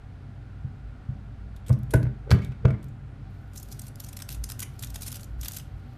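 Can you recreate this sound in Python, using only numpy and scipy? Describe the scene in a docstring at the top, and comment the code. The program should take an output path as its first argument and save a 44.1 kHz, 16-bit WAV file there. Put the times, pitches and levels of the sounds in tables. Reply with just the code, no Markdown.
"""A stamping press is worked on a bench: a few soft thuds, then four knocks with rattling ticks.
The thuds make the bench ring; the clacks and ticks of the metal parts make the press frame ring.
Then a hand peels thin metal foil off a sheet, and it buckles in short, bright crinkles.
A small room smears these sounds, and a machine hums low behind them."""
import sys
import numpy as np
from scipy import signal
from scipy.fft import rfft, irfft
from scipy.io import wavfile
from scipy.ndimage import uniform_filter1d

SR = 44100
rng = np.random.default_rng(int(sys.argv[2]) if len(sys.argv) > 2 else 0)


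def dump_mix(stems):
    """Bounce the given channels to the path in sys.argv[1] as a 16-bit WAV at rate SR."""
    frames = np.atleast_2d(stems).T  # one column per channel
    limited = np.clip(frames, -1, 1)  # hard clip at full scale
    pcm = np.round(limited * 32767).astype(np.int16)
    wavfile.write(sys.argv[1], SR, pcm)


N = 263277

# five pitch ranges that shape the snaps of press and foil: (low edge [Hz], high edge [Hz])
BANDS = [(300, 700), (700, 1400), (1500, 4000), (4000, 9000), (9000, 14000)]


def bench_thuds():
    """Each blow of the press is a short, smooth push that makes the bench top ring."""
    # blows and their rebounds: (time [s], level [dB])
    blows = [(.644, -26.5), (1.087, -24.5), (1.698, -18), (1.707, -13.5), (1.769, -37), (1.828, -29.5),
             (1.88, -33), (1.944, -11.5), (1.962, -18), (2.001, -25), (2.033, -23.5), (2.066, -23.5),
             (2.308, -16), (2.323, -12), (2.334, -10), (2.394, -26.5), (2.434, -27.5), (2.487, -27),
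             (2.649, -10), (2.702, -21), (2.735, -24.5), (2.843, -32)]
    # tones of the bench top: (pitch [Hz], level [dB], time to fade by 60 dB [s])
    bench_tones = [(60, -38, 0.1), (90.8, -7, 0.016), (111, 7, 0.05), (131.2, -2, 0.12), (198.7, -8, 0.14),
                   (271, -10, 0.096)]
    contact_ms = 5.09
    n = int(contact_ms * SR / 1000) + 3
    push = np.zeros(N)
    for s, db in blows:
        start = int(s * SR)
        push[start:start + n] -= undb(db) * np.hanning(n) / (n / 2)
    ringing = sum(undb(db) * ring(push, hz, t60) for hz, db, t60 in bench_tones)
    return band(ringing, 50, 1600)


def press_knocks():
    """Heavy parts clack and light parts tick; both make the press frame ring."""
    # heavy parts: (time [s], level at 1 kHz [dB], tilt [dB per octave], fall [ms], boosted pitch [Hz])
    clacks = [(1.696, -46, -6.5, 2.7, 450), (1.704, -37.5, -10.5, 3.5, 1080),
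              (1.938, -25.5, -5.5, 1.9, 1640), (1.941, -23.5, -9, 3.7, 588), (1.957, -45, 0.5, 3.7, 1520),
              (1.972, -49, -5, 6.5, 635), (2.03, -47.5, -6, 3.8, 1640), (2.055, -49, -7, 6.3, 1580),
              (2.069, -45, -7, 1.5, 1600), (2.276, -53.5, -10, 4, 413), (2.297, -43, -6.5, 3.3, 445),
              (2.3078, -30, 1.5, 1.1, 4400), (2.3144, -17, -2, 1.8, 4500), (2.321, -37, 2, 2.6, 1170),
              (2.346, -40, -10.5, 2.3, 388), (2.389, -49, -2, 4.7, 2240), (2.42, -57, 0.5, 34, 2264),
              (2.5213, -56, -1, 5.7, 2430), (2.651, -36.5, -7, 1.8, 454), (2.654, -25, -6, 2.45, 1100),
              (2.684, -45, -3.5, 3.2, 604), (2.706, -36, -8, 2.8, 420), (2.707, -38, -5, 1.7, 2210),
              (2.74, -48, -7, 9.3, 2120)]
    # light parts: (time [s], level [dB], fall [ms], boosted pitch [Hz])
    ticks = [(1.563, -55, 5.8, 3620), (1.664, -55.5, 18, 3360), (1.683, -45.5, 3.2, 8150),
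             (1.693, -43.5, 2.7, 8900), (1.727, -49, 7.1, 5430), (1.79, -60, 1.6, 12000),
             (1.833, -54, 1.8, 13100), (1.908, -44.5, 8.2, 9300), (1.938, -31, 4.1, 10600),
             (1.96, -51.5, 8, 8950), (2.03, -48, 3.0, 4300), (2.3145, -50, 1.5, 13100),
             (2.654, -54, 3, 6560), (2.707, -58, 2, 8500), (2.326, -44.5, 3, 11900), (2.346, -54, 2, 13000),
             (2.448, -43.5, 1.7, 3600), (2.829, -57, 4, 8350), (2.843, -53, 1.8, 12200),
             (2.885, -65, 5.6, 7300)]
    # tones of the frame: (pitch [Hz], level [dB], time to fade by 60 dB [s])
    frame_tones = [(305.7, -5, 0.33), (391.3, -7.5, 0.37), (452, -21, 0.23), (495, -3, 0.081),
                   (582, -4.5, 0.067), (645, -1.5, 0.086), (860, -42, 0.11), (1050, -26, 0.3),
                   (1200, -16, 0.33), (1520, -4, 0.05), (1520, -5, 0.1), (1670, -4, 0.052),
                   (1923, -7, 0.13), (2245, -4, 0.055), (2180, -6.5, 0.19), (2300, -4, 0.058),
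                   (2340, -6, 0.094), (2650, -6.5, 0.087)]
    # tone colour of a clack before its tilt, one value for each of BANDS: (level [dB])
    clack_colour = [-2, -2.5, 2, -5, -14.5]
    tick_colour, tick_rise_ms = [-8.5, -27, -4.5, -3, -4], 0.62
    octaves = np.log2(np.sqrt(np.prod(BANDS, axis=1)) / 1000)  # from 1 kHz to each band's middle
    rows = []
    for s, db, tilt, fall_ms, hz in clacks:
        rise_ms = 1.54 / undb(db + 40) ** 0.48  # harder clacks rise faster
        rows.append((s, db, clack_colour + tilt * octaves, rise_ms, fall_ms, hz))
    rows += [(s, db, tick_colour, tick_rise_ms, fall_ms, hz) for s, db, fall_ms, hz in ticks]
    hits = bursts(rows, BANDS, uneven_db=1.6, bass_db=-27.0, peak_db=10.0)
    into_frame_db = -44
    # loose joints make every tone flutter
    frame = sum(undb(into_frame_db + db + 6.5 * wander(130)) * ring(hits, hz, t60)
                for hz, db, t60 in frame_tones)
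    return hits + frame


def foil_crinkles():
    """The foil buckles in bright snaps; a wide fold has more low sound than a narrow one."""
    # buckles: (time [s], level [dB], extra in the lowest band [dB], fall [ms], boosted pitch [Hz])
    crinkles = [(3.5356, -56, -8, 2, 7200), (3.56, -47.5, -12, 6.9, 12960), (3.5769, -43, -18, 6, 6150),
                (3.6, -48, -15, 2, 12880), (3.63, -44.5, -24, 2.7, 11670), (3.6878, -51, -13, 1.3, 4310),
                (3.7171, -47, -16, 7, 4700), (3.7262, -42.5, -15, 3.5, 5730),
                (3.795, -38.5, -16, 2.2, 10100), (3.8187, -43, -16, 1.7, 12880),
                (3.8688, -47.5, -8, 2.8, 7150), (3.8827, -49, -9, 3, 9390), (3.958, -43.5, -14, 0.72, 7400),
                (4.0026, -37.5, -11.5, 2.8, 12400), (4.04, -48.5, -7, 5, 11760),
                (4.0467, -43, -15, 1.8, 7340), (4.0663, -53, -5, 6.5, 5560), (4.0885, -46, -11, 4.2, 9260),
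                (4.1309, -43.5, -7, 2.8, 12000), (4.17, -38, -7.5, 2.9, 12580),
                (4.1911, -43, -4, 1.3, 12450), (4.2021, -51.5, 2, 8, 8270), (4.2228, -38, -6, 2.9, 5530),
                (4.2912, -33, -4.5, 0.89, 5270), (4.304, -43, -6, 4.1, 5810), (4.3189, -41, -11, 1.4, 5250),
                (4.3262, -39.5, -11, 3.7, 12270), (4.347, -46, -6, 5.6, 2280), (4.441, -34, -12, 2.5, 9200),
                (4.4918, -42, -6, 3, 8400), (4.501, -39.5, -4.5, 2.7, 11800), (4.5115, -42, -11, 2.5, 9200),
                (4.5205, -35.5, -8.5, 1.9, 5000), (4.5946, -36.5, -8.5, 2.1, 12270),
                (4.604, -36, -11, 3.3, 10500), (4.6202, -42.5, -4, 4, 3200),
                (4.6282, -35, -5.5, 4.5, 10100), (4.794, -40.5, -18, 1.7, 5080), (4.826, -39, -8, 3, 12960),
                (4.8362, -39, -3.5, 3.2, 3330), (4.846, -41.5, -12, 3, 12960), (4.872, -45, -15, 1.9, 5040),
                (4.904, -43, -13, 1.7, 12960), (4.945, -45.5, -6, 5.6, 5160),
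                (4.9593, -40, -3.5, 3.7, 3400), (5.0112, -51, -6, 5, 12960), (5.0216, -39, -10, 4.8, 11890),
                (5.032, -39.5, -9.5, 5.8, 4470), (5.067, -39, -9, 8.2, 9900), (5.0814, -37, -8, 5, 10500),
                (5.1191, -39.5, -12, 3.2, 10470), (5.1273, -38, -9, 2.1, 12750), (5.1445, -45, -4, 5, 5120),
                (5.1579, -42, -7.5, 4.5, 12960), (5.169, -43.5, -5, 1.5, 8910),
                (5.1967, -51.5, -1, 2.4, 10420), (5.208, -54, -13, 9.5, 7580), (5.2332, -46, -7.5, 2, 4480),
                (5.2434, -49.5, -16, 3.4, 10470), (5.4137, -39.5, -19, 2.8, 5680),
                (5.433, -44, -7, 6.2, 4250), (5.4482, -39.5, -10, 4, 12830), (5.459, -38, -2, 3.5, 10420),
                (5.4841, -31, -9.5, 2.9, 11400), (5.5124, -46.5, -2, 1.4, 3660),
                (5.5207, -38, -17, 1.7, 12920), (5.5348, -41, -15, 3, 2700), (5.546, -45, -8, 4.5, 12660),
                (5.553, -47.5, -9, 5.5, 11110), (5.5681, -36, -10, 5, 12900), (5.586, -42.5, -7, 1.8, 8300),
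                (5.599, -50, 0, 5.5, 2890)]
    rows = []
    for s, db, low_db, fall_ms, hz in crinkles:
        rise_ms = 0.64 + 0.3 * fall_ms
        rows.append((s, db, [low_db, 0, -1], rise_ms, fall_ms, hz))
    buckles = bursts(rows, BANDS[2:], uneven_db=4.0, bass_db=-3.0, peak_db=3.5)
    return buckles * undb(1.4 * wander(420))  # each buckle is itself a quick run of smaller snaps


def foil_crackle():
    """The pulled foil crackles finely: each tug of the hand rises, holds and lets go."""
    # tugs of the hand: (start [s], length [s], level [dB])
    tugs = [(3.3, .2, -78), (3.543, 0.11, -59), (3.684, 0.19, -58.5), (3.99, 0.21, -61.5),
            (4.294, 0.047, -50.5), (4.433, .09, -60), (4.594, 0.033, -57), (4.684, .1, -65.5),
            (4.8, 0.11, -56.5), (4.946, 0.031, -52), (5.012, 0.15, -49), (5.408, 0.19, -53)]
    # tone colour of the crackle: (pitch [Hz], relative level [dB])
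    foil_colour = [(1000, -30), (1600, -52), (2500, 3.5), (4500, 7), (7000, 1.5), (10000, 2.5),
                   (14500, 6.5)]
    rise_db_per_s, fall_db_per_s, slack_db = 700, 400, -75
    t = np.arange(N) / SR
    pull_db = np.where(t > tugs[0][0], slack_db, -200)  # from the first tug on, even slack foil whispers
    for start, length, db in tugs:
        drop_db = np.maximum(rise_db_per_s * (start - t), fall_db_per_s * (t - start - length))
        pull_db = np.maximum(pull_db, db - np.maximum(0, drop_db))
    crackle = level(colour(grit(N, spread_db=3.1), foil_colour), 0)
    return crackle * undb(pull_db + 2.4 * wander(210))


def machine_hum():
    """Noise rings in a machine's casing as wavering tones, over the broad noise of the room."""
    # tones of the casing: (pitch [Hz], width [Hz], level [dB])
    hum_tones = [(55.6, 8.4, -46), (95.5, 11.9, -46.5), (118.85, 11.8, -51), (133.7, 23, -49.5),
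                 (197.5, 25.4, -58.5), (241.2, 18, -62.5), (282, 41, -62.5), (405, 50, -71.5),
                 (576.7, 11, -73), (682.4, 22, -72), (774.4, 63, -68), (1423, 203, -69)]
    # the lowest tone swells and sinks: (time [s], level change [dB])
    swell = [(0, -2), (.3, -4), (.66, 1.5), (.76, -8), (.864, 7), (.96, -2.5), (1.8, 7), (2.95, -3),
             (4.3, -2.5), (4.4, 13.5), (4.63, -6.5), (4.93, 7.5), (5.05, -1.5), (5.23, -2.5), (5.4, 13.5),
             (5.54, -5), (5.75, 2), (5.97, -16)]
    # tone colour of the room noise: (pitch [Hz], relative level [dB])
    air_colour = [(20, -14.5), (32, -25.5), (45, -3), (84, -16), (110, -12.5), (160, -16.5), (220, -18.5),
                  (350, -23.5), (600, -30), (1000, -31.5), (1600, -32.5), (2500, -39.5), (5000, -52.5),
                  (9000, -57), (14500, -67.5)]
    out = level(colour(rng.standard_normal(N), air_colour), -51.5)
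    hiss = level(band(rng.standard_normal(N), 2003, 4900), -76.5)
    out += hiss * undb(2.8 * wander(7.4))  # a faint hiss comes and goes
    for hz, width, db in hum_tones:
        t60 = np.log(1000) / (np.pi * width)
        tone = ring(ring(rng.standard_normal(N), hz, t60), hz, t60)
        if hz < 105:  # the lowest two are steadier: even out their random swings
            tone /= uniform_filter1d(tone ** 2, size=SR // 25) ** 0.33
        waver_db = curve(swell) if hz < 75 else 1.1 * wander(4.09)
        out += level(tone, db) * undb(waver_db)
    return out * undb(1.04 + 0.37 * wander(1.0))  # the workshop's noise drifts


def room(x):
    """The small room adds a smooth echo that dies sooner in the treble."""
    # bands of the echo: (pitch [Hz], time to fade by 60 dB [s], relative level [dB])
    echo_bands = [(159.3, 0.41, -18.5), (640, 0.32, -19.5), (1776, 0.37, -15), (5910, 0.23, -13.5),
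                  (12000, 0.16, -20)]
    t = np.arange(SR // 2) / SR
    tail = np.zeros(len(t))
    for hz, t60, db in echo_bands:
        noise = band(rng.standard_normal(len(t)), hz / 1.263, min(hz * 2.03, 20000))
        tail += undb(db) * noise * 1000. ** (-t / t60) / np.sqrt(t60 * hz / 4)
    rise = 1 - np.exp(-t / 0.00067)
    return x + signal.fftconvolve(x, rise * tail)[:N]


def snap(db, band_db, rise_ms, fall_ms, peak_hz, bands, uneven_db, bass_db, peak_db):
    """One noisy snap swells and fades; the struck spot boosts one pitch and colours the rest unevenly."""
    ms = (np.arange(4096) - 1024) / SR * 1000
    shape = np.exp(np.where(ms < 0, ms / max(rise_ms, .2), -ms / max(fall_ms, .3)))
    spectrum = rfft(shape * grit(4096, spread_db=0.97))
    # share the energy evenly among all pitches before colouring
    spectrum *= np.sqrt(np.sum(shape ** 2) / uniform_filter1d(np.abs(spectrum) ** 2, size=40))
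    lo, hi = np.transpose(bands)
    per_hz = db + np.asarray(band_db) - 10 * np.log10((hi - lo) / (SR / 2))
    bass = [(lo[0] / 5, per_hz[0] + bass_db - 16), (lo[0] / 3, per_hz[0] + bass_db)]
    outline = [*bass, *zip(np.sqrt(lo * hi), per_hz), (hi[-1], per_hz[-1])]
    ripples = list(zip(np.linspace(300, 15000, num=50), uneven_db * rng.standard_normal(50)))
    hump = [(peak_hz / 1.23, 0), (peak_hz, peak_db), (peak_hz * 1.22, 0)]
    return colour(colour(colour(irfft(spectrum), outline), ripples), hump)


def bursts(rows, bands, **material):
    """Place one snap per row; a row is the time of its peak [s], then snap's first five settings."""
    out = np.zeros(N + 4096)
    for s, *settings in rows:
        start = int(s * SR) - 1024
        out[start:start + 4096] += snap(*settings, bands, **material)
    return out[:N]


def grit(n, spread_db):
    """Noise whose samples are tiny snaps of very unequal size."""
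    return rng.standard_normal(n) * undb(spread_db * rng.exponential(size=n))


def wander(rate):
    """A smooth random drift, roughly 1 up or down, that turns about `rate` times a second."""
    hold = int(SR / rate)
    steps = np.repeat(rng.standard_normal(N // hold + 1), hold)
    return uniform_filter1d(uniform_filter1d(steps, hold), hold)[:N]


def ring(x, hz, t60):
    """Let x ring one tone that fades by 60 dB in t60 seconds."""
    pole = np.exp(2j * np.pi * hz / SR - np.log(1000) / (t60 * SR))
    return signal.lfilter([1], [1, -pole], x).imag


def band(x, lo_hz, hi_hz):
    """Keep the pitches between two limits."""
    return signal.sosfilt(signal.butter(N=3, Wn=[lo_hz, hi_hz], btype="band", fs=SR, output="sos"), x)


def colour(x, points):
    """Turn pitches up or down along points of (pitch [Hz], level change [dB])."""
    hz, db = np.transpose(points)
    pitches = np.arange(len(x) // 2 + 1) * SR / len(x) + 1
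    gain = undb(np.interp(np.log(pitches), np.log(hz), db))
    return irfft(rfft(x) * gain, len(x))


def curve(table):
    """Join points of (time [s], value) with straight lines."""
    return np.interp(np.arange(N) / SR, *np.transpose(table))


def level(x, db):
    """Scale x to an average (rms) level."""
    return x * undb(db) / np.sqrt(np.mean(x ** 2))


def undb(db):
    """Turn decibels into a number to multiply by."""
    return 10 ** (np.asarray(db) / 20)


def scene():
    """Press and foil sound in the room, over the hum."""
    press = bench_thuds() + press_knocks()
    foil = foil_crackle() + foil_crinkles()
    return (room(press + foil) + machine_hum())[None]


def record(dry):
    """The highest treble steps down and is then cut off steeply."""
    step_hz, top_hz = 14100, 15321
    dulled = colour(dry[0], [(20, 0), (step_hz, 0), (step_hz + 450, -30), (top_hz, -40)])
    treble_cut = signal.ellip(8, .2, 70, top_hz, fs=SR, output="sos")
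    return signal.sosfilt(treble_cut, dulled)[None]


dry = scene()
out = record(dry)
dump_mix(out)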